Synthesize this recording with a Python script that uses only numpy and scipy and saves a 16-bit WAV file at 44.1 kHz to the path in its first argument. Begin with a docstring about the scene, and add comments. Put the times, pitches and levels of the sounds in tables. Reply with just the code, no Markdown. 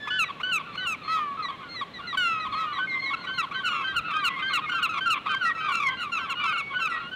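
"""Gulls squabble over an estuary; each cry is a jittering membrane tone.
Three arched call notes open, with high yelps and young birds' whistles, over water and a boat's engine.
From 1 to 4 s come four mews, with a bark at 3.1 s. From 3.3 s a long call runs on, note after note,
amid falling cries, peeps and squawks. The far flock is loudest at 4.5 s; one tick follows at 5.8 s.
Throughout, the shore echoes and loud cries have a gritty, clipped edge, like an overloaded microphone."""
import sys
import numpy as np
from scipy import signal
from scipy.fft import rfft, irfft
from scipy.io import wavfile
from scipy.ndimage import uniform_filter1d

SR = 44100
rng = np.random.default_rng(int(sys.argv[2]) if len(sys.argv) > 2 else 0)


def output_pcm(signal):
    """Save a mono or channel-first signal as 16-bit PCM at the path in sys.argv[1].

    Samples are clipped to [-1, 1] before scaling.
    """
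    pcm = np.clip(np.atleast_2d(signal).T, -1, 1) * 32767
    wavfile.write(sys.argv[1], SR, np.round(pcm).astype(np.int16))


N = 315315

# One bird's long calls. Each row, one note: start, drop and end in seconds, held level in dB,
# fall level in dB, octave over fundamental during the fall in dB.
CALL_NOTES = [(0.104, 0.183, .249, -29, -24, 4.5), (.431, 0.514, .588, -29.5, -28, 6),
              (0.774, 0.851, .955, -34, -31, 5), (3.269, 3.377, 3.422, -32.5, -22.5, -2.5),
              (3.542, 3.641, 3.698, -31, -24, -1.5), (3.839, 3.958, 4.003, -29.5, -23, -2),
              (4.134, 4.239, 4.294, -32, -24, 2.5), (4.422, 4.53, 4.582, -28, -24.5, 3),
              (4.715, 4.823, 4.868, -31, -21.5, .5), (5.006, 5.097, 5.15, -29, -26, 7.5),
              (5.29, 5.409, 5.507, -28.5, -21.5, -11.5), (5.602, 5.707, 5.761, -36.5, -28, -1.5),
              (5.883, 5.991, 6.065, -34.5, -33, -0.5), (6.187, 6.293, 6.335, -37, -29, 1.5),
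              (6.474, 6.57, 6.617, -34, -28, 1), (6.765, 6.875, 6.974, -36.5, -30, -11)]
# That bird's excitement. Each row: time in seconds, excitement from 0 to 1.
CALL_EXCITEMENT = [(.1, 0), (.9, 0), (3.3, 0.4), (4.1, 1), (4.8, 0.7), (5.9, 0.75), (6.9, 0.4)]
# Drawn-out wails. Each row: start, crest, fade onset and end in seconds, crest pitch in Hz,
# pitch it sinks towards in Hz, level in dB, octave over fundamental in dB.
MEW_NOTES = [(1.076, 1.13, 1.145, 1.38, 1302, 1096, -20.5, -14),
             (2.171, 2.16, 2.275, 2.53, 1530, 1253, -22.5, -3),
             (2.546, 2.61, 2.592, 2.78, 1297, 1090, -24, -14.5),
             (3.652, 3.65, 3.75, 4.03, 1500, 1272, -31, 0)]
# Short falling cries. Each row: start and end in seconds, base pitch in Hz, level in dB,
# octave over fundamental in dB.
FALL_NOTES = [(1.372, 1.465, 1338, -31, -18), (3.721, 3.817, 1303, -31, -9), (4.108, 4.263, 1330, -29, -8),
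              (4.692, 4.808, 1496, -28.5, -6.5), (4.889, 4.995, 1333, -33.5, -2.5),
              (5.057, 5.146, 1426, -21.5, -10.5), (5.282, 5.357, 1314, -28.5, -5),
              (5.549, 5.726, 1350, -31.5, -7), (5.749, 5.844, 1408, -32, .5),
              (5.798, 5.901, 1201, -29.5, 0), (6.029, 6.112, 1273, -32.5, -11),
              (6.117, 6.197, 1431, -29, 0.5), (6.18, 6.273, 1465, -34.5, -6), (6.436, 6.533, 1404, -29, -3),
              (6.523, 6.577, 1494, -27, -6.5), (6.798, 6.884, 1426, -30.5, 0.5)]
# Their common glide. Each row: share of the length, ratio to base pitch.
FALL_GLIDE = [(0, 0.99), (0.299, .95), (.75, .895), (1, .8)]
# One high-voiced bird. Each row: start in seconds, pitch drop in seconds, octave level in dB.
YELP_NOTES = [(.234, .227, -40.5), (.725, .79, -43.5), (1.031, 1.11, -39), (1.423, 1.425, -37),
              (1.685, 1.752, -37.5), (1.934, 1.929, -43.5), (2.068, 2.069, -36.5), (2.397, 2.391, -37.5),
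              (2.513, 2.575, -41.5), (2.727, 2.719, -36.5), (2.889, 2.896, -43), (2.992, 3.047, -37),
              (3.163, 3.222, -45.5), (3.334, 3.367, -37.5), (3.533, 3.542, -43), (3.869, 3.866, -43.5),
              (4.188, 4.188, -45), (4.475, 4.515, -37), (5.968, 5.971, -47.5)]
# Young birds. Each row: start and end in seconds, first and last pitch in Hz, level in dB.
WHISTLE_NOTES = [(0, 0.132, 1748, 1712, -35.5), (0.099, 0.2, 1715, 1722, -32.5),
                 (2.87, 3.015, 2170, 2070, -28), (3.013, 3.152, 2110, 2203, -28.5),
                 (4.276, 4.364, 2033, 1966, -35.5), (4.335, 4.465, 2180, 2050, -34.5),
                 (4.46, 4.607, 2095, 2184, -35), (4.656, 4.712, 2180, 2145, -32),
                 (5.449, 5.529, 1947, 1890, -24), (5.575, 5.86, 2315, 2347, -38.5),
                 (5.855, 5.906, 2244, 2029, -22.5), (6.397, 6.473, 2420, 2306, -30),
                 (6.46, 6.757, 2150, 2240, -35), (6.916, 6.997, 1984, 1888, -30.5)]
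# Brief rising notes. Each row: start in seconds, first pitch in Hz, level in dB,
# octave over fundamental in dB.
PEEP_NOTES = [(1.998, 1395, -42, -4.5), (2.659, 1414, -42, -1), (2.785, 1491, -26, -12.5),
              (4.04, 1298, -35.5, -1), (5.965, 1397, -39, 3), (6.35, 1420, -35.5, 4.5),
              (6.731, 1458, -27.5, -10), (7.022, 1380, -38.5, -3), (7.11, 1495, -34.5, -3)]
# Short hoarse squawks, some at the end of other cries. Each row: start in seconds, level in dB.
SQUAWKS = [(0.588, -33), (2.522, -28), (4.362, -32.5), (4.968, -24), (5.258, -26.5), (5.68, -27),
           (6.437, -26)]
# Distant birds. Each row: time in seconds, level in dB.
FAR_FLOCK_DB = [(0, -48.5), (1.7, -46), (3.2, -41), (4.5, -35), (6, -37), (7.15, -38)]
# Water and distant engine noise. Each row: frequency in Hz, relative spectral density in dB.
WASH_SPECTRUM = [(25, -17), (70, -4), (170, 4.5), (350, -1), (850, -5.5), (4100, -11.5), (4700, -25.5),
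                 (16000, -46)]
# The engine's higher tone. Each row: time in seconds, level in dB.
ENGINE_DRONE_DB = [(0, -75), (2.6, -66.5), (2.95, -53), (3.4, -61.5), (4.5, -56.5), (5.6, -61.5),
                   (7.15, -71)]
# Wind puffs. Each row: centre in seconds, peak level in dB.
WIND_PUFFS = [(2.52, -49), (3.97, -46)]

SQUAWK_HZ, SQUAWK_HARSH_REL_DB = 1119, -37.5
TIME_S = np.arange(N) / SR


def from_db(db):
    return 10 ** (np.asarray(db) / 20)


def unit_rms(x):
    return x / np.sqrt(np.mean(x ** 2) + 1e-20)


def butter(x, hz, kind, order=2):
    return signal.sosfilt(signal.butter(order, hz, kind, fs=SR, output="sos"), x)


def lookup(x, table):
    return np.interp(x, *np.transpose(table))


def drift(count, rate_hz):
    """Gaussian random points joined by straight lines."""
    knots = rng.standard_normal(int(count * rate_hz / SR) + 2)
    return np.interp(np.arange(count) * rate_hz / SR, np.arange(len(knots)), knots)


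def arch_db(t, depth_db):
    """Swell to the middle, then ebb."""
    return depth_db * (np.sin(np.pi * np.linspace(0, 1, len(t))) - .75)


def add(out, t, sound):
    """Mix in at t[0] seconds."""
    at = max(int(t[0] * SR), 0)
    out[at:at + len(sound)] += sound[:max(len(out) - at, 0)]


def syrinx(t, hz, first_db, second_db, jitter, doubling_rel_db, upper_rel_db, harsh_db=-99,
           step_db=-11, attack_s=.0045, release_s=.007, flutter_db=2.0):
    """One cry: a jittering membrane tone with thin overtones and a gritty, clipped treble edge."""
    count = len(t)
    phase = 2 * np.pi * np.cumsum(hz * (1 + jitter * drift(count, 900))) / SR
    tone = from_db(first_db) * np.sin(phase)
    tone += from_db(second_db) * np.sin(2 * phase + rng.uniform(0, 2 * np.pi))
    third_db = np.minimum(second_db, (first_db + second_db) / 2) + upper_rel_db
    for k in range(3, 6):
        throat_db = np.interp(k * hz, [4150, 4700], [0, -8])
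        tone += from_db(third_db + throat_db + (k - 3) * step_db) * np.sin(k * phase)
    # Alternate cycles differ: lines between the harmonics.
    tone += from_db(first_db + doubling_rel_db) * (np.sin(1.5 * phase) + .5 * np.sin(2.5 * phase))
    # Flattened wave tops, like an overloaded microphone: gritty treble overtones.
    wave = tone / (from_db(first_db) + from_db(second_db)) + .05 * drift(count, 3000)
    grit = butter(np.clip(wave, -.45, .45), 4320, "high", order=6)
    tone += from_db(harsh_db) * unit_rms(grit)
    envelope = np.clip(np.minimum((t - t[0]) / attack_s, (t[-1] - t) / release_s), 0, 1)
    air_flutter = from_db(flutter_db * drift(count, 130))
    return tone * envelope * air_flutter


def long_calls(calm_hz=1517, excited_hz=1599, rasp_hz=1200):
    """Each note opens with a rising rasp, is held, catches, then falls steeply and louder."""
    out = np.zeros(N)
    for start, drop, end, held_db, fall_db, octave_rel_db in CALL_NOTES:
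        t = np.arange(start, end + .0016, 1 / SR)
        fall_s = end - drop
        excitement = lookup(start, CALL_EXCITEMENT)
        top_hz = calm_hz + excitement * (excited_hz - calm_hz)
        catch_db = np.interp(excitement, [.15, .5], [2, -17])
        dulling_db = np.interp(excitement, [.15, .5], [0, -3])
        drop_ratio = np.interp(excitement, [.15, .5], [.99, .97])
        end_ratio = np.interp(excitement, [.15, .5], [.735, .755])
        turns_s = [start, (start + drop) / 2, drop - .012, drop,
                   drop + .27 * fall_s, drop + .77 * fall_s, end]
        hz = top_hz * np.interp(t, turns_s, [.968, .995, 1, drop_ratio, .9, .83, end_ratio])
        push = np.interp(t, [drop - .003, drop + .0094], [0, 1])
        swell_db = np.interp(t, [start, drop - .04, drop - .014, drop + .0051, drop + fall_s / 2, end],
                             [1.5, 1.5, catch_db, -1, 0, -4])
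        first_db = held_db + push * (fall_db - held_db) + swell_db
        accent_db = 7 * np.exp(-(t - start) / .018)
        second_db = first_db + accent_db + (1 - push) * (dulling_db - 3) + push * octave_rel_db
        # The voice cracks at the end.
        jitter = np.interp(t, [drop, end - .018, end], [.003, .004 + .008 * excitement, .045])
        harsh_db = -45 + .92 * (fall_db + max(octave_rel_db, octave_rel_db / 2) + 23) + dulling_db
        grit_db = np.interp(t, [drop - .005, drop + .23 * fall_s, end - .3 * fall_s, end],
                            [-37, 3, 4.5, -15.5])
        add(out, t, syrinx(t, hz, first_db, second_db, jitter, doubling_rel_db=-36,
                           upper_rel_db=-16 + 7 * push * excitement, harsh_db=harsh_db + grit_db,
                           attack_s=.005, flutter_db=1.7))
        squawk(out, start - .033, rasp_hz, held_db - 3 * excitement, harsh_db - 13,
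               octave_rel_db=-5, upper_rel_db=-12.5, glide=.26, length_s=.0242, jitter=.086)
    return out


def mews(rise_hz_per_s2=22100, sink_s=.12, swell_db_per_s=102, fade_db_per_s=63, dull_db_per_s=35):
    """Wails crest, sink and fade, octave first; period doubling and harshness peak with the level."""
    out = np.zeros(N)
    for start, crest, fade, end, top_hz, low_hz, db, octave_rel_db in MEW_NOTES:
        t = np.arange(start, end, 1 / SR)
        before_s, after_s, fading_s = np.maximum([crest - t, t - crest, t - fade], 0)
        sink = np.exp(-(after_s / sink_s) ** 1.5)
        hz = low_hz + (top_hz - low_hz) * sink - rise_hz_per_s2 * before_s ** 2
        first_db = db - swell_db_per_s * before_s - fade_db_per_s * fading_s
        second_db = first_db + octave_rel_db - dull_db_per_s * fading_s
        doubling_rel_db = np.interp(first_db, [-32, -22], [-20, -15])
        harsh_db = first_db - 28 + 2 * (first_db - db)
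        add(out, t, syrinx(t, hz, first_db, second_db, jitter=.0082, doubling_rel_db=doubling_rel_db,
                           upper_rel_db=-17, harsh_db=harsh_db, step_db=-4.5, flutter_db=1.46))
    return out


def falling_cries():
    """Each cry sinks, then cracks; the stronger its octave, the harsher it is."""
    out = np.zeros(N)
    for start, end, base_hz, db, octave_rel_db in FALL_NOTES:
        t = np.arange(start, end, 1 / SR)
        hz = base_hz * lookup(np.linspace(0, 1, len(t)), FALL_GLIDE)
        jitter = np.interp(t, [end - .02, end], [.012, .07])
        second_db = db + octave_rel_db
        add(out, t, syrinx(t, hz, db, second_db, jitter, doubling_rel_db=-37, upper_rel_db=-14,
                           harsh_db=second_db - 27, step_db=-3, attack_s=.0039, flutter_db=4))
    return out


def yelps(full_yelp_db=-34.5, break_after_s=.057):
    """A thin note, led at first by its octave, slides down until the voice breaks into a squawk."""
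    out = np.zeros(N)
    for start, drop, db in YELP_NOTES:
        t = np.arange(start, drop + .0605, 1 / SR)
        hz = np.interp(t - drop, [0, .022, .06], [2120, 1985, 1890])
        second_db = db + np.interp(t - drop, [-.07, 0], [-7, 1])
        first_db = second_db + np.interp(t - drop, [0, .035], [-6, 2])
        add(out, t, syrinx(t, hz, first_db, second_db, jitter=.002, doubling_rel_db=-48,
                           upper_rel_db=-16.5, attack_s=.0079))
        break_db = full_yelp_db + 10.5 + 1.35 * (db - full_yelp_db)
        squawk(out, drop + break_after_s, SQUAWK_HZ, break_db, break_db + SQUAWK_HARSH_REL_DB)
    return out


def squawk(out, start_s, hz, db, harsh_db, octave_rel_db=-14, upper_rel_db=3, glide=-.11,
           length_s=.0335, jitter=.054):
    """The voice breaks into a short, low, chaotic rasp, mixed into out."""
    t = np.arange(start_s, start_s + length_s, 1 / SR)
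    pitch_hz = hz * (1 + glide * np.linspace(-.5, .5, len(t)))
    add(out, t, syrinx(t, pitch_hz, db, db + octave_rel_db, jitter, doubling_rel_db=-26,
                       upper_rel_db=upper_rel_db, harsh_db=harsh_db))


def whistles():
    """Young birds' thin, nearly pure glides; only the lowest keep a clear octave."""
    out = np.zeros(N)
    for start, end, first_hz, last_hz, db in WHISTLE_NOTES:
        t = np.arange(start, end, 1 / SR)
        hz = last_hz + (first_hz - last_hz) * np.linspace(1, 0, len(t)) ** 2
        first_db = db + arch_db(t, depth_db=6)
        second_db = first_db + np.interp(first_hz, [1750, 1900], [-7, -28])
        add(out, t, syrinx(t, hz, first_db, second_db, jitter=.0022, doubling_rel_db=-34.5,
                           upper_rel_db=-11, flutter_db=1.9))
    return out


def peeps(length_s=.081, rise_hz_per_s=742):
    """Short notes that creep upwards."""
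    out = np.zeros(N)
    for start, first_hz, db, octave_rel_db in PEEP_NOTES:
        t = np.arange(start, start + length_s, 1 / SR)
        hz = first_hz + rise_hz_per_s * (t - start)
        first_db = db + arch_db(t, depth_db=7)
        add(out, t, syrinx(t, hz, first_db, first_db + octave_rel_db, jitter=.01, doubling_rel_db=-36,
                           upper_rel_db=-19, attack_s=.0078))
    return out


def bark_and_tick(bark_s=3.133, tick_s=5.756):
    """A hoarse bark at the end of a whistle; later, one crisp tick."""
    out = np.zeros(N)
    squawk(out, bark_s, hz=1324, db=-22, harsh_db=-55, octave_rel_db=-4.5, upper_rel_db=-11,
           length_s=.021)
    t = np.arange(0, .01, 1 / SR)
    add(out, tick_s + t, from_db(-27) * drift(len(t), 14000) * np.exp(-t / .002))
    return out


def far_flock(yaps=150):
    """Distant birds yap at random, short and hoarse, dulled by the air."""
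    out = np.zeros(N)
    for when, length, pitch, strength in rng.random((yaps, 4)):
        t = when * N / SR + np.arange(0, .026 + .0635 * length, 1 / SR)
        hz = (1120 + 400 * pitch ** 2) * (1 - .0832 * np.linspace(0, 1, len(t)))
        add(out, t, syrinx(t, hz, 8 * strength, 8 * strength - 7, jitter=.035, doubling_rel_db=-17,
                           upper_rel_db=3.5, attack_s=.0086))
    return unit_rms(butter(out, 2820, "low", order=4)) * from_db(lookup(TIME_S, FAR_FLOCK_DB))


def shore_echo(x, t60_s=.7, delay_s=.012, gain_db=-17):
    """Mud banks and dunes scatter back a dull, thin tail."""
    t = np.arange(SR) / SR
    tail = rng.standard_normal(SR) * from_db(-60 * t / t60_s) * (t > delay_s)
    echo = signal.fftconvolve(x, tail / np.linalg.norm(tail))[:N]
    return from_db(gain_db) * butter(echo, 3600, "low", order=4)


def water_wash(level_db=-47):
    """Even noise of water and distant engine."""
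    hz, db = np.transpose(WASH_SPECTRUM)
    bin_hz = np.arange(N // 2 + 1) * SR / N
    colour = from_db(np.interp(np.log(bin_hz + 1), np.log(hz), db))
    return from_db(level_db) * unit_rms(irfft(rfft(rng.standard_normal(N)) * colour, N))


def boat_engine(hum_hz=160, hum_db=-62.5, drone_hz=300):
    """A wavering hum, and a higher drone that comes and goes."""
    hum_phase = 2 * np.pi * np.cumsum(hum_hz * (1 + .015 * drift(N, 12))) / SR
    hum = np.sin(hum_phase) * from_db(3.6 * drift(N, 4.2))
    drone_phase = 2 * np.pi * np.cumsum(drone_hz * (1 + .00787 * drift(N, 12))) / SR
    drone = np.sqrt(2) * np.sin(drone_phase) * from_db(lookup(TIME_S, ENGINE_DRONE_DB))
    return from_db(hum_db) * unit_rms(hum) + drone


def wind(band_hz=(45, 115), half_width_s=.048):
    """Soft, low bumps of air on the microphone."""
    puffs = sum(from_db(db) * np.exp(-((TIME_S - at_s) / half_width_s) ** 2) for at_s, db in WIND_PUFFS)
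    return puffs * unit_rms(butter(rng.standard_normal(N), band_hz, "band"))


def scene():
    """Near birds, far birds, their echo, water, boat and wind, in mono."""
    near = long_calls() + falling_cries() + peeps() + whistles() + yelps() + mews() + bark_and_tick()
    for start, db in SQUAWKS:
        squawk(near, start, SQUAWK_HZ, db, db + SQUAWK_HARSH_REL_DB)
    birds = near + far_flock()
    return (birds + shore_echo(birds) + water_wash() + boat_engine() + wind())[None]


def record(dry, limit=.18, release_db_per_s=150, ceiling=.13, cutoff_hz=15600):
    """A fast limiter holds the loudest cries down, a soft clip rounds the rest, the top is cut."""
    over_db = np.maximum(20 * np.log10(np.abs(dry) / limit + 1e-9), 0)
    ramp_db = release_db_per_s * TIME_S
    reduction_db = np.maximum.accumulate(over_db + ramp_db, axis=-1) - ramp_db
    limited = dry * from_db(-uniform_filter1d(reduction_db, size=128))
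    clipped = limited / (1 + np.abs(limited / ceiling) ** 10) ** (1 / 10)
    return signal.sosfilt(signal.ellip(10, .1, 80, cutoff_hz, fs=SR, output="sos"), clipped)


dry = scene()
out = record(dry)
output_pcm(out)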